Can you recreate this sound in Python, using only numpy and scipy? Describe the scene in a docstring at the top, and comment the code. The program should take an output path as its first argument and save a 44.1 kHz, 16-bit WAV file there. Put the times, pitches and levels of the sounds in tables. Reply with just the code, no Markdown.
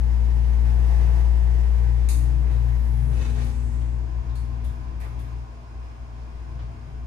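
"""Parking garage, inside the steel car of a rising hydraulic lift. The pump motor hums at shaft rate and its octave
beats against the mains hum; filtered noise makes the oil rush and the car rumble, wavering lines the pump tones.
A guide shoe scrapes (random slips ring the rail), the valve hisses in a falling band as the car slows,
and sharp ticks echo in the car. The hum sinks towards the air of a fan: duct noise, tones and a fluttering band."""
import sys
import numpy as np
from scipy import signal
from scipy.fft import rfft, irfft
from scipy.io import wavfile
from scipy.ndimage import uniform_filter1d

SR = 44100
rng = np.random.default_rng(int(sys.argv[2]) if len(sys.argv) > 2 else 0)


def generate_wav(signal):
    """Clip the signal to [-1, 1] and save it as 16-bit WAV at the path in sys.argv[1]."""
    frames = np.transpose(np.atleast_2d(signal))
    scaled = np.clip(frames, -1, 1) * 32767
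    pcm = np.round(scaled).astype(np.int16)
    wavfile.write(sys.argv[1], SR, pcm)


N = 311346
T = np.arange(N) / SR
FREQS_HZ = np.fft.rfftfreq(2 * N, 1 / SR)

# Motor. Mains hum and octave cancel at BEAT_NULL_S; the shaft speeds up as the car slows and the load eases.
MAINS_HZ, BEAT_NULL_S = 60, 2.08
LOADED_HZ, EASED_HZ, EASE_FROM_S, EASE_TO_S = 58.68, 58.93, 3.2, 3.6
# Shaft hum: (time [s], level [dB])
HUM_LEVEL = [(0.05, -19), (1.06, -16.5), (3.04, -20.5), (3.72, -24.5), (4.0, -23.5), (4.11, -29.5),
             (4.21, -23), (4.25, -31), (4.31, -22.5), (4.34, -31), (4.38, -24.5), (4.56, -29),
             (4.68, -24.5), (4.72, -31), (4.87, -32), (4.93, -28), (5.01, -31.5), (5.14, -28.5),
             (5.42, -31), (5.45, -40), (5.59, -38.5), (5.63, -45), (5.8, -31.5), (5.98, -39.5), (6.02, -36),
             (6.66, -32), (6.85, -42), (7.03, -30)]
# Octave of the shaft: (time [s], level [dB])
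OCTAVE_LEVEL = [(0.05, -40), (0.4, -40.5), (0.75, -38.5), (1.1, -40.5), (1.5, -41.5), (1.9, -38),
                (2.28, -37.5), (2.66, -35.5), (3.05, -35.5), (3.4, -36.5), (4.1, -40), (4.3, -38.5),
                (5.0, -46), (5.3, -42), (5.55, -48), (5.95, -52), (6.2, -45.5), (6.38, -61), (6.57, -39.5),
                (6.8, -52.5)]
# Magnetic hum at twice the mains rate: (time [s], share of the octave's amplitude)
MAGNETIC_SHARE = [(0.6, 0.55), (1.15, 0.22), (1.65, 1), (3.2, 1), (3.45, 0.15)]
# Overtone at four times the shaft rate: (time [s], level [dB])
FOURTH_LEVEL = [(0.05, -48), (0.69, -47.5), (1.4, -61), (1.9, -51), (2.4, -51), (3.45, -42), (4.09, -53.5),
                (4.55, -49.5), (5.0, -55.5), (5.25, -53.5), (5.8, -59.5), (7.0, -53.5)]
# The hum leans left while strong, centres as it fades, and reaches the left ear later.
LEAN_LIMIT_DB, LEAN_KNEE_DB, LEFT_LAG_S = 9.0, -32.5, 0.0016
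# Flutter once the load eases, as a share of the hum's strength
FLUTTER_SHARE, FLUTTER_PER_S = 0.15, 45

# Pump. Flow is relative to full hum; one surge as the car reaches full speed.
FULL_HUM_DB, FLOW_DB, FLOW_DB_PER_HUM_DB = -18, -49, 0.95
SURGE_DB, SURGE_S, SURGE_WIDTH_S = 3, 1.02, 0.3
CHURN_DB, CHURN_SLOW_PER_S, CHURN_FAST_PER_S = 0.55, 18, 130
# Spectrum of the oil rush: (frequency [Hz], density [dB per Hz])
OIL_SPECTRUM = [(130, -51), (220, -16), (244, -15), (262, -10.5), (322, -3.5), (404, -13.5), (449, -8.5),
                (613, -16.5), (693, -13), (839, -9), (1290, -20.5), (2000, -17), (3250, -28),
                (12800, -36.5), (14000, -40)]
# Resonances of the oil line: (frequency [Hz], width [Hz], lift [dB])
OIL_MODES = [(1176, 60, 4), (1556, 40, 0), (1680, 37, 2.5), (1910, 59, 3), (2430, 47, 1.5),
             (3750, 140, 1.5), (4840, 150, 4), (5240, 350, 0.5), (6170, 150, 5)]
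# Pump tones in the pipes: (frequency [Hz], level [dB re flow])
PUMP_TONES = [(176.3, -11.5), (329, -12.5), (352.5, -12.5), (384, -22.5), (411, -18), (498, -23),
              (529, -15), (587, -19), (648, -23), (770, -28), (798, -18.5), (822, -20), (854, -22),
              (880, -20.5), (920, -19.5), (942, -16.5), (966, -16)]
PIPE_WAVER_SHARE = 0.32
# Pump tones that swell as the car passes: (time [s], half length [s], frequency [Hz], level [dB])
TONE_SWELLS = [(0.47, 0.23, 141.5, -43), (1.05, 0.26, 141.5, -39.5), (2.39, 0.21, 141.5, -37.5),
               (3.055, 0.22, 141.5, -37.5), (6.55, 0.096, 141.5, -47.5), (6.9, 0.14, 141.5, -49.5),
               (1.35, 0.5, 164.5, -51), (2.24, 0.21, 293.4, -48.5), (1.07, 0.17, 441.5, -49),
               (1.5, 0.47, 441.5, -55.5), (1.1, 1.2, 470, -56.5), (1.15, 0.49, 676, -56.5),
               (1.05, 1.05, 706, -57.5), (3.36, 0.14, 428, -50), (3.42, 0.27, 822, -58)]
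SWELL_WAVER_SHARE = 0.13

# Spectrum of the car's rumble: (frequency [Hz], density [dB per Hz])
RUMBLE_SPECTRUM = [(15, -1.5), (30, -14), (48, 3.5), (58, 1), (72, 2), (98, 3.5), (125, -0.5), (160, -6.5),
                   (200, -17.5), (330, -13), (450, -61.5)]
# Rumble, jolted by slowing: (time [s], level [dB])
RUMBLE_LEVEL = [(0.05, -40), (2.95, -40.5), (3.25, -33), (3.9, -39.5), (5.3, -40.5), (5.55, -49.5),
                (6.05, -46.5), (6.6, -42.5), (7.0, -43)]

# Valve hiss
VALVE_DB, VALVE_S, VALVE_RISE_S, VALVE_HOLD_S, VALVE_T60_S = -63, 2.45, 0.69, 0.61, 1.55
VALVE_START_HZ, VALVE_END_HZ, VALVE_GLIDE_S = 15420, 6790, 0.52

# Guide shoe scrapes: (start [s], rise [s], hold [s], level [dB], top of treble [Hz])
SCRAPES = [(0.96, 0.045, 0.015, -50, 3000), (2.4, 0.07, 0.03, -49, 2000),
           (3.066, 0.048, 0.034, -45.5, 1100), (3.092, 0.13, 0.035, -43.5, 11000),
           (3.313, 0.077, 0.038, -44, 11000)]
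# Spectrum of the scraped rail: (frequency [Hz], density [dB per Hz])
RAIL_SPECTRUM = [(110, -69), (180, -60), (237, -3), (290, -4.5), (387, -2.5), (432, -2.5), (693, -12),
                 (1050, -14), (1340, -14.5), (1920, -18), (3380, -23.5), (6400, -27), (14000, -37)]
# Resonances of the guide rail: (frequency [Hz], width [Hz], lift [dB])
RAIL_MODES = [(1005, 33, -1), (1640, 40, 3), (1880, 40, 7), (2220, 51, 7), (2390, 44, 11.5), (2583, 56, 13),
              (2920, 62, 8), (3230, 50, 7), (3570, 36, 11.5), (3920, 60, 13), (4140, 50, 9),
              (4600, 67, 11.5), (4900, 60, 7), (5200, 50, 10), (5800, 60, 0), (6100, 70, 15), (6600, 98, 8),
              (7480, 90, 7)]
SCRAPE_T60_S, SLIPS_PER_S = 0.68, 900
# Spread of the resonances between scrapes
RAIL_DETUNE_SHARE, RAIL_SPREAD_DB = .005, 1.5

# Ticks: (time [s], snap [dB], knock [dB], ring frequency [Hz], ring [dB], snap treble lift [dB],
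#         left minus right [dB])
CAR_TICKS = [(2.0877, -39, -72, 6500, -59, -5, 1.5), (2.514, -68, -57, 3830, -74, -6, 0),
             (3.445, -58, -79, 11100, -77, -4, 4), (3.814, -73, -58, 3300, -72, 0, 2),
             (4.293, -93, -69, 3680, -68, 0, 0), (4.354, -59, -59, 4320, -65, -7, 1),
             (4.6425, -59.5, -65, 3470, -66, 0, 0), (5.002, -59, -61, 2120, -61, 4, 2),
             (5.012, -75, -54, 2130, -63, 0, -3), (5.031, -82, -57, 2150, -64, 0, 0),
             (5.055, -87, -58, 1120, -57, 0, 0), (5.1915, -62.5, -60, 3500, -71, 6, 0),
             (6.5913, -90, -55, 3320, -84, 0, -1)]
# Spectrum of the snap: (frequency [Hz], density [dB per Hz])
SNAP_SPECTRUM = [(1000, -10), (1700, -14), (2600, 0.5), (3150, -19), (3700, -1), (4600, -1.5), (5700, -7),
                 (6900, 2.5), (7500, -1.5), (9000, 5), (10200, 1.5), (11500, 2), (14000, -4)]
# Spectrum of the knock: (frequency [Hz], density [dB per Hz])
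KNOCK_SPECTRUM = [(200, -30), (600, 19), (1200, 11.5), (1700, 9.5), (2400, 4.5), (3200, 3.5), (5000, -2.5),
                  (9000, -19), (14000, -43)]
# Direct sound against the echo
TICK_DIRECT_DB, TICK_RING_WIDTH_HZ, TICK_TREBLE_HZ, CAR_T60_S = -12.5, 900, 10500, 0.48

# Spectrum of the fan's air: (frequency [Hz], density [dB per Hz])
FAN_SPECTRUM = [(130, -53), (230, 1.5), (310, -3), (420, -5), (540, -10), (660, -8), (1000, -12.5),
                (1330, -19), (2400, -22), (4400, -25.5), (6500, -30.5), (9700, -43.5), (11000, -42.5),
                (14000, -41)]
# Resonances of the fan duct: (frequency [Hz], width [Hz], lift [dB])
DUCT_MODES = [(339, 24, 7.5), (680, 46, 5), (990, 250, 6), (1513, 480, 6.5), (2410, 850, 6), (5200, 560, 5),
              (6660, 500, 5), (8950, 1600, 9)]
# Blade and motor tones of the fan: (frequency [Hz], level [dB])
FAN_TONES = [(330, -66.5), (427, -67.5), (641, -70.5), (680, -69.5), (813, -72.5), (1022, -76),
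             (1061, -71.5), (1081, -71), (1530, -79.5), (1680, -81), (2710, -86)]
# Fluttering band, loudest at one height of the car; the air swells there too.
FAN_AIR_DB, FAN_SWELL_DB = -54.0, 2
WARBLE_DB, WARBLE_S, WARBLE_PASS_S = -61.5, 4.9, 0.68
WARBLE_HZ, WARBLE_WIDTH_HZ, WARBLE_DEPTH_DB, WARBLE_PER_S = 1030, 110, 3, 28

# Likeness of the two ears: (frequency [Hz], correlation)
EAR_CORRELATION = [(60, 1), (150, 0.78), (300, 0.58), (600, -0.24), (1400, -0.13), (3000, 0.049),
                   (9000, -0.0034), (13000, 0.95)]
TOP_HZ = 13700


def motor():
    """Shaft hum; its octave slips behind the magnetic hum at twice the mains rate, so the two throb."""
    eased = np.interp(T, [EASE_FROM_S, EASE_TO_S], [0, 1])
    shaft_hz = LOADED_HZ + (EASED_HZ - LOADED_HZ) * eased
    turn_rad = 2 * np.pi * np.cumsum(shaft_hz) / SR
    turn_rad -= np.interp(BEAT_NULL_S, T, turn_rad)
    side_db = hum_lean_db()

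    wobble = walk(FLUTTER_PER_S) + 1j * walk(FLUTTER_PER_S)
    flutter = 1 + FLUTTER_SHARE * eased * wobble
    lag_rad = 2 * np.pi * shaft_hz * LEFT_LAG_S * np.array([[1], [0]])
    wave = np.imag(flutter * np.exp(1j * (turn_rad - lag_rad)))
    hum = np.sqrt(2) * undb(curve(HUM_LEVEL)) * wave

    # deepest throb at equal strength
    magnetic = curve(MAGNETIC_SHARE) * np.cos(4 * np.pi * MAINS_HZ * (T - BEAT_NULL_S))
    throb = np.sqrt(2) * undb(curve(OCTAVE_LEVEL)) * (np.cos(2 * turn_rad) - magnetic)
    fourth = tone(4 * shaft_hz, waver=0.079, rate_per_s=9.9) * undb(curve(FOURTH_LEVEL))
    return (hum + fourth) * lean(side_db) + throb * lean(1.54 * side_db)


def pump():
    """Oil rushes through the pipes in uneven lumps; rush and pump tones follow the flow."""
    surge_db = SURGE_DB * passing(SURGE_S, SURGE_WIDTH_S) ** 2
    flow_db = FLOW_DB_PER_HUM_DB * (hum_trend_db() - FULL_HUM_DB) + surge_db
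    oil_db = over_hz(OIL_SPECTRUM) + resonances_db(OIL_MODES)
    rush = in_car(rng.standard_normal(N), undb(oil_db))
    rush = rush * undb(CHURN_DB * (walk(CHURN_SLOW_PER_S) + walk(CHURN_FAST_PER_S)))
    # slow oil is less turbulent, so the rush also dulls
    treble = shape(rush, 1 - 1 / (1 + (FREQS_HZ / 4500) ** 2))
    treble_gain = undb(np.minimum(2.6 * (flow_db + 3.5), 0))
    rush = rush - treble * (1 - treble_gain)
    pipes = tones(PUMP_TONES, waver=PIPE_WAVER_SHARE, rate_per_s=5.13, bass_lean_db=20.0)
    # the tones take only half the surge
    pipes = pipes * undb(-0.5 * surge_db)
    return (undb(-1.0) * rush * lean(0.98) + pipes) * undb(FLOW_DB + flow_db)


def standing_waves():
    """Single pump tones swell as the car rises through spots where they stand in the hoistway."""
    out = 0
    for time_s, half_s, hz, db in TONE_SWELLS:
        line = tones([(hz, db)], waver=SWELL_WAVER_SHARE, rate_per_s=6, bass_lean_db=16)
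        out = out + line * np.exp(-((T - time_s) / half_s) ** 2)
    return out


def rumble():
    """Floor and walls shake as the car travels, most when it slows: shaped noise."""
    body = unit(shape(stereo_noise(), undb(over_hz(RUMBLE_SPECTRUM))))
    return body * undb(curve(RUMBLE_LEVEL)) * lean(1.5 * hum_lean_db())


def valve():
    """A jet of oil hisses: a noise band whose centre falls as the flow is throttled."""
    opening = np.exp(-np.maximum(T - VALVE_S, 0) / VALVE_GLIDE_S)
    centre_hz = VALVE_END_HZ + (VALVE_START_HZ - VALVE_END_HZ) * opening
    low_noise = shape(rng.standard_normal(N), 1 / (1 + (FREQS_HZ / 1900) ** 2))
    jet = low_noise * np.cos(2 * np.pi * np.cumsum(centre_hz) / SR)
    level = undb(VALVE_DB) * envelope(VALVE_S, VALVE_RISE_S, VALVE_HOLD_S, VALVE_T60_S)
    return in_car(jet, 1) * level


def guide_shoe():
    """Random grip-and-slip pulses; each scrape meets the rail at a new spot and rings it differently."""
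    out = 0
    for start_s, rise_s, hold_s, db, top_hz in SCRAPES:
        modes = []
        for hz, width_hz, lift_db in RAIL_MODES:
            detune, spread = rng.standard_normal(2)
            modes.append((hz * (1 + RAIL_DETUNE_SHARE * detune), width_hz, lift_db + RAIL_SPREAD_DB * spread))
        slips = rng.standard_normal(N) * (rng.random(N) < SLIPS_PER_S / SR)
        rail = undb(over_hz(RAIL_SPECTRUM) + resonances_db(modes))
        ring = in_car(slips, rail / np.hypot(1, (FREQS_HZ / top_hz) ** 2))
        out = out + ring * undb(db) * envelope(start_s, rise_s, hold_s, SCRAPE_T60_S)
    grip_db = 1.2 * walk(rate_per_s=110)
    return out * undb(grip_db) * lean(0.92)


def ticks():
    """Bright snap, duller knock and brief ring; each arrives directly, then echoes between the walls."""
    out = np.zeros((2, N))
    head, arrival = int(.03 * SR), int(.001 * SR)
    treble = 1 / (1 + (TICK_TREBLE_HZ / np.maximum(FREQS_HZ, 1)) ** 8)
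    for time_s, snap_db, knock_db, ring_hz, ring_db, treble_db, side_db in CAR_TICKS:
        start = int(time_s * SR)
        paths = wall_echo(CAR_T60_S)
        paths[:, arrival] += undb(TICK_DIRECT_DB)
        snap = undb(over_hz(SNAP_SPECTRUM) + treble_db * treble)
        knock = undb(over_hz(KNOCK_SPECTRUM))
        ring = 1 / (1 + 2j * (FREQS_HZ - ring_hz) / TICK_RING_WIDTH_HZ) ** 2
        for colour, db in (snap, snap_db), (knock, knock_db), (ring, ring_db):
            part = shape(paths, colour)
            # levels are rms over the first 30 ms
            part = part / np.std(part[:, :head].mean(axis=0))
            out[:, start:] += undb(db) * lean(side_db) * part[:, :N - start]
    return out


def fan():
    """Air through a resonant duct, with blade and motor tones and one band that flutters."""
    air_colour = undb(over_hz(FAN_SPECTRUM) + resonances_db(DUCT_MODES))
    air = in_car(rng.standard_normal(N), air_colour) * undb(.5 * walk(12))
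    nearness = passing(WARBLE_S, WARBLE_PASS_S)
    air_db = FAN_AIR_DB + FAN_SWELL_DB * nearness ** 2
    band_gain = 1 / (1 + (2 * (FREQS_HZ - WARBLE_HZ) / WARBLE_WIDTH_HZ) ** 4)
    band = in_car(rng.standard_normal(N), band_gain)
    warble = band * undb(WARBLE_DB + WARBLE_DEPTH_DB * walk(WARBLE_PER_S)) * nearness
    lines = tones(FAN_TONES, waver=0.59, rate_per_s=14, bass_lean_db=10)
    return undb(air_db) * air + warble + lines


def hum_trend_db():
    """Hum level averaged over half a second."""
    return uniform_filter1d(curve(HUM_LEVEL), size=SR // 2)


def hum_lean_db():
    """Left minus right: near the limit while the hum is strong, fading below the knee."""
    return LEAN_LIMIT_DB / (1 + undb(LEAN_KNEE_DB - hum_trend_db()) ** 2)


def tone(hz, waver, rate_per_s):
    """Line of rms 1 whose strength and phase waver."""
    turn_rad = 2 * np.pi * (np.cumsum(hz * np.ones(N)) / SR + rng.random())
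    swing = 1 + waver * (walk(rate_per_s) + 1j * walk(rate_per_s))
    return np.real(swing * np.exp(1j * turn_rad)) * np.sqrt(2 / (1 + 2 * waver ** 2))


def tones(table, waver, rate_per_s, bass_lean_db):
    """Wavering lines; low ones lean to one side, higher ones reach each ear by different paths."""
    out = 0
    for hz, db in table:
        apart = min(hz / 700, 1)
        mid = tone(hz, waver, rate_per_s)
        side = apart ** 2 * tone(hz, waver, rate_per_s)
        pair = mid + side * np.array([[1], [-1]])
        out = out + undb(db) * pair * lean(bass_lean_db * (1 - apart))
    return out


def in_car(x, gain):
    """Source echoing up the concrete hoistway, then coloured by a gain per frequency; rms 1."""
    hoistway = wall_echo(t60_s=.8)
    echoed = irfft(rfft(x) * rfft(hoistway), N)
    return unit(shape(echoed, gain))


def wall_echo(t60_s):
    """Dense reflections between hard walls as decaying noise; energy 1."""
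    echo = stereo_noise() * undb(-60 * T / t60_s)
    build_up = 1 - np.exp(-T / .0008)
    return unit(echo * build_up) / np.sqrt(N)


def stereo_noise():
    """Noise pair from mid and side, with the ear-to-ear correlation of the table."""
    alike = np.clip(over_hz(EAR_CORRELATION), -.99, .99)
    gains = np.sqrt([np.ones_like(alike), (1 - alike) / (1 + alike)])
    mid, side = shape(rng.standard_normal((2, N)), gains)
    return np.array([mid + side, mid - side])


def walk(rate_per_s):
    """Random levels held 1 / rate and slewed twice; spread near 1."""
    hold = int(SR / rate_per_s)
    held = rng.standard_normal(1024)[np.arange(N) // hold % 1024]
    return np.sqrt(2) * uniform_filter1d(uniform_filter1d(held, hold), hold)


def passing(at_s, width_s):
    """One over the distance to a spot that the car passes; 1 when nearest."""
    return 1 / np.hypot(1, (T - at_s) / width_s)


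def envelope(start_s, rise_s, hold_s, t60_s):
    """Straight rise to 1, hold, then a fall of 60 dB in t60_s."""
    fall_db = -60 * np.maximum(T - start_s - rise_s - hold_s, 0) / t60_s
    return np.clip((T - start_s) / rise_s, 0, 1) * undb(fall_db)


def resonances_db(table):
    """Summed lift around each resonance."""
    return sum(db / (1 + (2 * (FREQS_HZ - hz) / width_hz) ** 2) for hz, width_hz, db in table)


def lean(db):
    """Left and right gains, left minus right in dB, with a mean of 1."""
    gains = undb(np.array([db, -db]) / 2).reshape(2, -1)
    return gains / gains.mean(axis=0)


def unit(pair):
    """Scale a stereo pair so that its middle has rms 1."""
    return pair / np.std(pair.mean(axis=0))


def shape(x, gain):
    """Filter with a gain for each frequency."""
    return irfft(rfft(x, 2 * N) * gain)[..., :N]


def over_hz(points):
    """Points joined by straight lines on a log-frequency axis."""
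    hz, value = np.transpose(points)
    return np.interp(np.log(np.maximum(FREQS_HZ, 1)), np.log(hz), value)


def curve(table):
    """Points joined by straight lines in time."""
    return np.interp(T, *np.transpose(table))


def undb(db):
    """Decibels to gain."""
    return 10 ** (np.asarray(db) / 20)


def scene():
    """Everything heard in the car."""
    return motor() + pump() + standing_waves() + rumble() + valve() + guide_shoe() + ticks() + fan()


def record(dry):
    """Steep elliptic low-pass at TOP_HZ."""
    low_pass = signal.ellip(10, .2, 70, TOP_HZ, fs=SR, output="sos")
    return signal.sosfilt(low_pass, dry)


dry = scene()
out = record(dry)
generate_wav(out)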